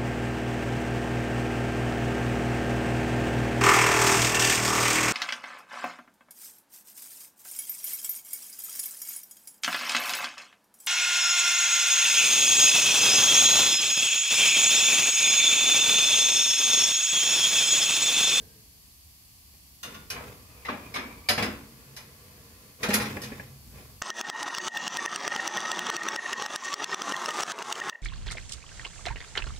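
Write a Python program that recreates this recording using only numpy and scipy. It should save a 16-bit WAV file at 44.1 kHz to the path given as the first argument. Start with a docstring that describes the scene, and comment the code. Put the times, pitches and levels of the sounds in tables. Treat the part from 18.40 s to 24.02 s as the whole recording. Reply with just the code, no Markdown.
"""In a small kitchen, a glass baking dish is set on a wire oven rack, bumped over its bars,
pushed in and let down with a clatter. Each knock rings the glass and the wires, booms in the
steel oven box and dies away in the room. Between knocks the dish scrapes and makes the wires
sing; at last it rocks to rest. Under it all lie a low room rumble and microphone hiss."""
import sys
import numpy as np
from scipy.fft import rfft, irfft, next_fast_len
from scipy.io import wavfile
from scipy.ndimage import map_coordinates

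SR = 44100
rng = np.random.default_rng(int(sys.argv[2]) if len(sys.argv) > 2 else 0)


def dump(signal):
    """Clip the signal to [-1, 1] and save it as 16-bit WAV at the path in sys.argv[1]."""
    limited = np.clip(np.atleast_2d(signal).T, -1, 1)
    pcm = np.round(limited * 32767).astype(np.int16)
    wavfile.write(sys.argv[1], SR, pcm)


N = 247753
T = np.arange(SR) / SR  # one second of ringing

# Tone colours. Each row: frequency in Hz, relative level in dB.
RUMBLE_COLOUR = [(22, -19), (36, -1), (50, -0.5), (70, 6), (110, -3), (150, -7.5), (260, -12), (380, -21),
                 (500, -24.5), (900, -26.5), (2000, -33)]
HISS_COLOUR = [(410, -43), (700, -5), (862, -10.5), (1160, -4), (1320, -19), (1690, -10), (1850, -10),
               (2200, -6), (2850, -4), (3890, -6), (4430, 1.5), (5310, -2.5), (9040, -5), (11900, 1),
               (15600, -6.5)]
SCRAPE_COLOUR = [(35, -31), (85, 12.5), (140, 14.5), (220, 9), (340, 4), (490, 5.5), (650, 1), (950, -5.5),
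                 (1150, 6), (1350, -3), (2400, -3), (4000, -11), (9000, -15), (15000, -15)]
OVEN_COLOUR = [(35, -40), (60, 1), (93, -14), (142, -29), (215, 0.5), (305, -7.5), (470, -6.5), (657, -10),
               (1320, -10.5), (1830, -14.5), (3190, -16), (4900, -13), (5600, -17.5), (6400, -18),
               (8090, -22.5), (10900, -15.5), (15500, -15)]
TAP_ECHO_COLOUR = [(200, 12), (1400, -7), (1800, 5), (2500, 1), (3200, -14), (12000, -24)]
KNOCK_COLOUR = [(700, -4.5), (2100, 3), (4500, 2), (9400, -4)]
RUB_COLOUR = [(30, -30), (90, 7.0), (2600, -15.0), (6000, -38)]
# How alike the two ears are. Each row: frequency in Hz, likeness (1 is the same, 0 unrelated).
ROOM_LIKENESS = [(130, 0.99), (300, 0.96), (640, 0.61), (1400, 0.078), (8000, 0.018)]
HISS_LIKENESS = [(60, 0.89), (180, 0.68), (550, -0.034), (1650, -0.075), (4970, -0.07), (15000, -0.063)]
RUMBLE_LIKENESS = [(50, 1.0), (300, 0.65)]
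# Which way the knocks lean. Each row: frequency in Hz, left minus right in dB.
KNOCK_BALANCE = [(60, 4.5), (150, -1.5), (380, 0), (950, 3.5), (2380, 1), (5980, -3), (15000, 2.5)]

# Resonances of the steel. Each row: pitch in Hz, width in Hz, relative level in dB.
DOOR_TONES = [(72, 107, -7.5), (309, 14, -15), (432, 19, -5.5), (1590, 86, -12)]
WALL_TONES = [(134.5, 3.4, 3.5), (216, 19, -10.5)]
WIRE_TONES = [(990, 45, -7), (1150, 60, -5), (2290, 70, -4), (2370, 55, 0)]
# Modes, the tones a struck thing rings with. Each row: pitch in Hz, relative level in dB,
# ring time in seconds (the time to fade by 60 dB, called t60).
DISH_MODES = [(588, 1, .3), (702, 0, .24), (800, -2, .1), (963, -4, .15), (1789, -3, .16), (2360, -1, .1),
              (2954, -3, .15), (4222, -7, .22), (4450, -6, .08), (4780, -4, .08), (4935, -2.5, .22),
              (5067, -3.5, .27), (9000, -4, .07), (9798, -7, .13), (12350, -6, .1)]
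TAP_MODES = [(240, -4, .1), (410, -9, .1), (570, -7, .06), (820, -12, .15), (1070, -6, .04),
             (1700, -1, .045), (1850, 0, .04), (2080, -4, .04), (2400, -1, .03)]
RACK_MODES = [(100.7, -7, 0.36), (212, -1.5, 0.52), (235, 1.5, 0.033), (278.6, -11, 0.99),
              (409, -6.5, 0.31), (486, 1.5, 0.19), (521.6, -5, 0.17), (1123, -19.5, 1), (1859, 2.5, 0.1)]
LOADED_RACK_MODES = [(817, -4, 1.2), (826, -7, .9), (1079, -7, 1), (1314, -8, 1.1), (1690, -7, .9),
                     (1897, -5, .9)]
BAR_MODES = {"front": [(1080, 0, .2), (1162, -2.5, 0.37), (1438, -10, 0.65), (2600, -9, 0.23),
             (2810, -3, 0.2), (2870, -7, 0.33), (3560, -6, 0.39), (4900, -12, 0.22), (4970, -4, 0.061),
             (6150, -1, .12), (6260, -0.5, 0.25), (6460, -5, .1), (9728, -9, .15), (10140, -8, 0.081),
             (11800, -2, .15)], "second": [(760, -24, 0.36), (1053, 2, 0.3), (1450, -6, 0.21),
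             (2476, -4, 0.32), (2950, -3, 0.28), (3680, -16.5, 0.43), (5120, 9.5, 0.056), (5780, 2.5, .15),
             (6300, 2.5, 0.18), (10070, 3.5, 0.13), (11700, -5, 0.055), (12650, 3, 0.071), (13300, 1, .05)],
             "third, grazed": [(1800, -3, 0.055), (1930, -1, 0.066), (2050, 0, 0.21), (2190, 0, .06)],
             "third": [(1093, 7, 0.052), (1195, 10.5, 0.029), (1190, -10.5, 0.41), (1520, -6, 0.1),
             (1670, -17, 0.48), (2390, -15, 0.26)], "fourth, grazed": [(2190, 4.5, 0.25), (2290, -1, 0.66)],
             "fourth": [(1086, 10, 0.033), (1170, 10.5, 0.043), (1210, -10.5, 0.33), (1747, -13, 0.37),
             (2154, -10, 0.44), (2390, -15, .15)], "back": [(101, -3, .6), (414.5, -22, 0.51),
             (746, 3, 0.21), (848, 5.5, 0.078), (2283, 8, 0.059), (2560, -4, .12), (3040, -4, 0.15),
             (3780, 3.5, 0.064), (4710, 4.5, 0.057)], "resting": [(1425, -4.5, .25), (1563, -4.5, 0.16),
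             (1990, 4, 0.068), (2140, -1, 0.18), (2290, -6, 0.18), (2460, 5, .08), (3413, -7, 0.15),
             (5780, 1.5, 0.056), (7100, -2.5, 0.078), (9530, -4, 0.06), (10100, -6, 0.1),
             (10910, 1.5, 0.12), (12900, 0, 0.083), (13700, -2, 0.087), (14500, -7, .07)]}  # one list for each bar and way of hitting it
# The rack's bounce. Each row: pitch in Hz, relative level in dB, ring time and build-up in seconds.
BOUNCE_MODES = [(213, 3.5, .095, .006), (238, -6, .14, .01), (390, -9, .09, .002), (475, -10, .09, .002),
                (510, -13, .12, .003), (610, -8, .07, .001)]
# The bands of a knock's clang. Each row: low and high edge in Hz, build-up in seconds,
# ring times of oven and kitchen in seconds, kitchen level against the oven in dB.
CLANG_BANDS = [(69, 353, 0.021, 0.023, 0.66, -3), (470, 1190, 0.01, 0.21, 0.49, -1),
               (1580, 2630, 0.0059, 0.19, 0.42, -2.5), (3040, 6070, 0.0022, 0.14, 0.31, -5.5),
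               (7650, 10700, 0.0016, 0.21, 1, -46)]

# Swells of sound. Each row: time of the peak in seconds, level in dB, rise and fall in dB per second.
HANDLING_SWELLS = [(0, -53.5, 100, 52), (1.85, -50.5, 29, 29), (3.08, -53, 7, 20), (5.29, -48.5, 79, 30)]
DOOR_SWELL = (0, -48, 100, 62)  # a single row
# The dish slides on the bars. Each row: start, length and rise in seconds, base level in dB.
DISH_SLIDES = [(1.449, 0.051, .014, -44.5), (1.707, 0.17, .014, -45), (2.055, 2.24, 0.042, -55),
               (2.297, 0.46, 0.015, -49.5), (2.968, 0.034, 0.019, -35), (4.381, 0.045, 0.045, -42),
               (4.495, 0.22, .014, -40), (4.824, 0.17, .03, -47), (5.293, 0.087, 0.097, -47.5)]
# The held or rocking dish taps the bars. Each row: start in seconds, peak level in dB.
LIGHT_TAPS = [(1.138, -52), (2.979, -21), (4.601, -29), (4.769, -25), (4.919, -28.5), (4.997, -29),
              (5.383, -41)]
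# The dish's weight drops on the rack. Each row: start in seconds, peak level of the thump in dB.
DISH_DROPS = [(2.288, -31), (2.979, -33), (3.024, -25), (3.082, -29), (4.487, -15), (4.545, -28),
              (4.769, -34)]
# Glass knocks on wire. Each row: start in seconds, strength in dB, brightness in dB per octave,
# extra bass in dB, extra dish ring in dB, extra bar ring in dB, name of the bar.
DISH_KNOCKS = [(1.43, -42.5, 2.5, -7, -30, -0.5, "front"), (1.544, -47.5, -2, 1, -30, 3, "front"),
               (1.701, -38.5, 2, -24, -29, -3, "second"), (1.758, -34, -18, -19, -17, -14, "second"),
               (1.803, -41, -30, -13, -18, -8, "second"), (2.250, -35, -7.5, -35, -36, -2, "third, grazed"),
               (2.285, -28, -13.5, -2, -35, 4.5, "third"), (2.540, -37, -1, -31, -7, -3, "fourth, grazed"),
               (2.558, -29.5, -5, -1.5, -31, 0, "fourth"), (2.887, -25.5, 2, -5.5, -2.5, -3.5, "back"),
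               (2.894, -40, -18, 0, -14, 3, "back"), (2.977, -24.5, -6, -3, -25, -10.5, "back"),
               (3.023, -27, -2.5, -0.5, -24, -8, "back"), (3.564, -45.5, 2.5, -10, -26, -8.5, "second"),
               (4.430, -26.5, -2, -6.5, -19, -11, "resting"), (4.486, -38, 1.5, 7.5, -25, -19, "resting"),
               (4.502, -28.5, -4, -6, -26, -17, "resting"), (4.531, -29, -2, -7, -14, -5.5, "resting"),
               (4.539, -30.5, 4.5, 0.5, -33, -1, "resting"), (4.599, -30, -5, -7.5, -25, -11, "resting"),
               (4.619, -43.5, 3.5, -9, -20, -4, "resting"), (4.655, -44, 0, 7, -11, -1, "resting"),
               (4.817, -49, 4.5, 1, -7, -6, "second"), (4.834, -41.5, 1, 1, -8, -15, "second")]


def amp(db):
    """Turn decibels into a gain."""
    return 10 ** (np.asarray(db) / 20)


def unit(x):
    """Scale x to an average (rms) level of 1."""
    return x / np.sqrt(np.mean(x ** 2) + 1e-20)


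def along(points, hz):
    """Read between (Hz, value) points on a log frequency axis."""
    freqs, values = np.transpose(points)
    return np.interp(np.log(hz + 1), np.log(freqs + 1), values)


def wobble(rate):
    """A smooth curve through `rate` random points a second."""
    return map_coordinates(rng.standard_normal(int(N * rate / SR) + 4), [np.arange(N) * rate / SR])


def stroke(start, length_s, rise_s, fall_db_per_s):
    """A gain that rises from the start and dies away once its length is over."""
    t = np.arange(N) / SR - start
    return np.clip(t / rise_s, 0, 1) * amp(-fall_db_per_s * np.maximum(t - length_s, 0))


def swell(peak_s, db, rise_db_per_s, fall_db_per_s):
    """A gain that grows to a peak and fades again."""
    t = np.arange(N) / SR - peak_s
    return amp(db - np.abs(t) * np.where(t < 0, rise_db_per_s, fall_db_per_s))


def add(track, start, sound):
    """Mix a sound into a track at a start time in seconds."""
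    part = track[:, round(start * SR):][:, :sound.shape[1]]
    part += sound[:, :part.shape[1]]


def filtered(x, response):
    """Scale each frequency in x by response(hz)."""
    n = x.shape[-1]
    padded = next_fast_len(n + 8192)
    return irfft(rfft(x, padded) * response(np.fft.rfftfreq(padded, 1 / SR)), padded)[..., :n]


def rolloff(ratio):
    """A filter gain that falls steeply once a frequency ratio passes 1."""
    return 1 / np.sqrt(1 + ratio ** 10)


def noise(colour, likeness, size=N):
    """Stereo noise of level 1 with a given colour and likeness between the ears."""
    def response(hz):
        turn = np.arccos(np.clip(along(likeness, hz), -1, 1)) / 2
        return amp(along(colour, hz)) * [np.cos(turn), np.sin(turn)]
    mid, side = filtered(rng.standard_normal((2, size)), response)
    return unit(np.array([mid + side, mid - side]))


def crowded_modes(x, depth_db, width_hz):
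    """Many close modes give x random peaks and valleys in tone, weaker towards the bass."""
    def gain(hz):
        hills = map_coordinates(rng.standard_normal(int(SR / width_hz)), [hz / width_hz])
        return unit(amp(depth_db * np.tanh(hz / width_hz / 20) * np.clip(hills, -2, 1.5)))
    return filtered(x, gain)


def rubbed(tones):
    """A random force keeps resonances sounding, at level 1."""
    def response(hz):
        return sum(amp(db) * 1j * hz * width / (pitch ** 2 - hz ** 2 + 1j * hz * width)
                   for pitch, width, db in tones)
    return unit(filtered(noise(RUB_COLOUR, ROOM_LIKENESS), response))


def ringing(modes, band_db, scatter_db):
    """One stereo ring per hit: each mode is struck as hard as its band and has a phase for each ear."""
    hz, db, t60 = np.transpose(modes)
    band = np.searchsorted([high for _, high, *_ in CLANG_BANDS[:-1]], hz)
    chance = rng.standard_normal((len(band_db), 2, len(hz)))
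    ear_shift = np.arccos(np.clip(along(ROOM_LIKENESS, hz), -1, 1)) * np.sign(chance[:, 0]) / 2
    phase = rng.uniform(0, 2 * np.pi, ear_shift.shape)[:, None] + np.stack([ear_shift, -ear_shift], 1)
    strike = amp(band_db[:, None, band] + db + scatter_db * chance[:, 1:]) * np.exp(1j * phase)
    blur_hz = .002 * hz[:, None]  # shifting contact makes every mode waver
    step_times = np.arange(200) / 200
    drifts = np.cumsum(rng.standard_normal((len(hz), len(step_times))), axis=1)
    drifts *= np.sqrt(2 * np.pi * blur_hz * step_times[1])
    angle = 2 * np.pi * hz[:, None] * T + [np.interp(T, step_times, drift) for drift in drifts]
    fade = amp(-60 * T / t60[:, None]) * (1 - np.exp(-T / .0015))
    return (strike @ (fade * np.exp(1j * angle))).real


def background(rumble_db=-59.5, hiss_db=-54.5):
    """A low room rumble swells as the microphone is moved, under a steady hiss."""
    level = np.sqrt(amp(rumble_db) ** 2 + sum(swell(*move) ** 2 for move in HANDLING_SWELLS))
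    rumble = level * noise(RUMBLE_COLOUR, RUMBLE_LIKENESS)
    return rumble + amp(hiss_db) * noise(HISS_COLOUR, HISS_LIKENESS)


def oven_drone(below_drop_db=25):
    """The opened door comes to rest; later the steel walls drone after each drop."""
    drones = [amp(db - below_drop_db) * stroke(start, 0, rise_s=0.27, fall_db_per_s=18.5)
              for start, db in DISH_DROPS]
    wall_level = np.linalg.norm(drones, axis=0)
    return swell(*DOOR_SWELL) * rubbed(DOOR_TONES) + wall_level * rubbed(WALL_TONES)


def singing_wires(start=1.95, push_s=.72, level_db=-51, sink_per_s=0.1):
    """The rubbed wires sing ever louder, sinking in pitch as the dish travels, then ring out."""
    remaining_s = np.maximum(start + push_s - np.arange(N) / SR, 0)
    pitch_ratio = 1 + sink_per_s * remaining_s
    position = np.cumsum(pitch_ratio) % (N - 1)
    song = np.array([map_coordinates(ear, [position]) for ear in rubbed(WIRE_TONES)])
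    song = unit(song * amp(3 * wobble(98)))  # the glass catches as it goes
    return amp(level_db) * stroke(start, push_s, rise_s=push_s, fall_db_per_s=45) * song


def scrape():
    """Glass catches and slips on the wires: a gritty rub, coloured by the oven box."""
    grit = noise(SCRAPE_COLOUR, ROOM_LIKENESS)
    slide = np.max([amp(db) * stroke(start, length, rise, fall_db_per_s=73)
                    for start, length, rise, db in DISH_SLIDES], axis=0)
    slide_db = 20 * np.log10(slide + 1e-9)
    pressure = np.clip((slide_db + 60) / 15, .2, 1)  # a light touch glides, a heavy one catches
    catching = amp(pressure * (2.5 * wobble(170) + wobble(30)))
    return slide * catching * crowded_modes(grit, depth_db=5.5, width_hz=20)


def rocking(echo_db=-12, echo_t60=0.24):
    """The held or rocking dish makes light, damped taps, and the oven answers faintly."""
    taps = ringing(TAP_MODES, np.zeros((len(LIGHT_TAPS), len(CLANG_BANDS))), scatter_db=5.0)
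    echo_fade = amp(echo_db - 60 * T / echo_t60)
    out = np.zeros((2, N))
    for (start, db), tap in zip(LIGHT_TAPS, taps):
        echo = echo_fade * noise(TAP_ECHO_COLOUR, ROOM_LIKENESS, size=SR)
        add(out, start, amp(db) * (tap / np.abs(tap).max() + echo))
    return out


def rack_ring(strength_db=-41):
    """The heaviest drop leaves the rack ringing while the dish rocks to rest."""
    start, _ = max(DISH_DROPS, key=lambda drop: drop[1])
    band_db = np.full((1, len(CLANG_BANDS)), strength_db)
    out = np.zeros((2, N))
    add(out, start, ringing(LOADED_RACK_MODES, band_db, scatter_db=4.5)[0])
    return out


def thumps():
    """The loaded rack gives way and springs back: a short hollow thump, the same in both ears."""
    bounce = sum(amp(db - 60 * T / t60) * (1 - np.exp(-T / rise)) * np.sin(2 * np.pi * hz * T)
                 for hz, db, t60, rise in BOUNCE_MODES)
    out = np.zeros((2, N))
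    for start, db in DISH_DROPS:
        add(out, start, amp(db) * bounce[None] / np.abs(bounce).max())
    return out


def oven_clangs(band_db):
    """One dense clang per knock: each band builds up, then dies away in the oven box and kitchen."""
    wash = crowded_modes(noise(OVEN_COLOUR, ROOM_LIKENESS), depth_db=3.5, width_hz=24)
    offsets = rng.integers(0, N - SR, len(band_db))  # each spot struck has its own echoes
    clangs = np.zeros((len(band_db), 2, SR))
    for (low, high, rise, oven_t60, room_t60, room_db), levels in zip(CLANG_BANDS, band_db.T):
        band = unit(filtered(wash, lambda hz: rolloff(low / (hz + 1)) * rolloff(hz / high)))
        build_up = 1 - np.exp(-T / rise)
        fade = np.hypot(amp(-60 * T / oven_t60), amp(room_db - 60 * T / room_t60))
        for clang, offset, db in zip(clangs, offsets, levels):
            clang += amp(db - 3.5) * build_up * fade * band[:, offset:offset + SR]
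    return clangs


def knock_levels(strength_db, brightness, bass_db, treble_from_hz=1600):
    """Each knock's dB in each band: a harder touch lifts the treble, a heavier one the lowest band."""
    centres = np.sqrt([low * high for low, high, *_ in CLANG_BANDS])
    octaves = np.maximum(np.log2(centres / treble_from_hz), 0)
    upper_db = along(KNOCK_COLOUR, centres) + np.outer(brightness, octaves)
    return strength_db[:, None] + np.where(centres == centres.min(), bass_db[:, None], upper_db)


def knocks(let_go_s=4.4):
    """Glass hits wire: dish, rack and bar ring clearly, and the oven box clangs."""
    times, strength_db, brightness, bass_db, dish_db, bar_db, bars = map(np.array, zip(*DISH_KNOCKS))
    band_db = knock_levels(strength_db, brightness, bass_db)
    rack_db = np.where(times < let_go_s, -11.5, -2.5)  # the rack rings more once it carries the dish
    rings = ringing(DISH_MODES, band_db + dish_db[:, None], scatter_db=0.5)
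    rings += ringing(RACK_MODES, band_db + rack_db[:, None], scatter_db=0.5)
    for ring, bar, levels in zip(rings, bars, band_db + bar_db[:, None]):
        ring += ringing(BAR_MODES[bar], levels[None], scatter_db=0.5)[0]
    out = np.zeros((2, N))
    for start, ring, clang in zip(times, rings, oven_clangs(band_db)):
        clang = crowded_modes(clang, depth_db=4.0, width_hz=180)  # each spot favours its own tones
        add(out, start, ring + clang)
    ear_share = np.array([[.5], [-.5]])
    return filtered(out, lambda hz: amp(along(KNOCK_BALANCE, hz) * ear_share))


def scene():
    """The dish, the rack and the oven in the kitchen."""
    hits = knocks() + thumps() + rack_ring() + rocking()
    return hits + scrape() + singing_wires() + oven_drone() + background()


def record(dry, bass_hz=42, top_hz=15700):
    """The microphone loses the deepest bass and keeps nothing above its top frequency."""
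    return filtered(dry, lambda hz: (hz < top_hz) * rolloff(bass_hz / (hz + 1)))


dry = scene()
out = record(dry)
dump(out)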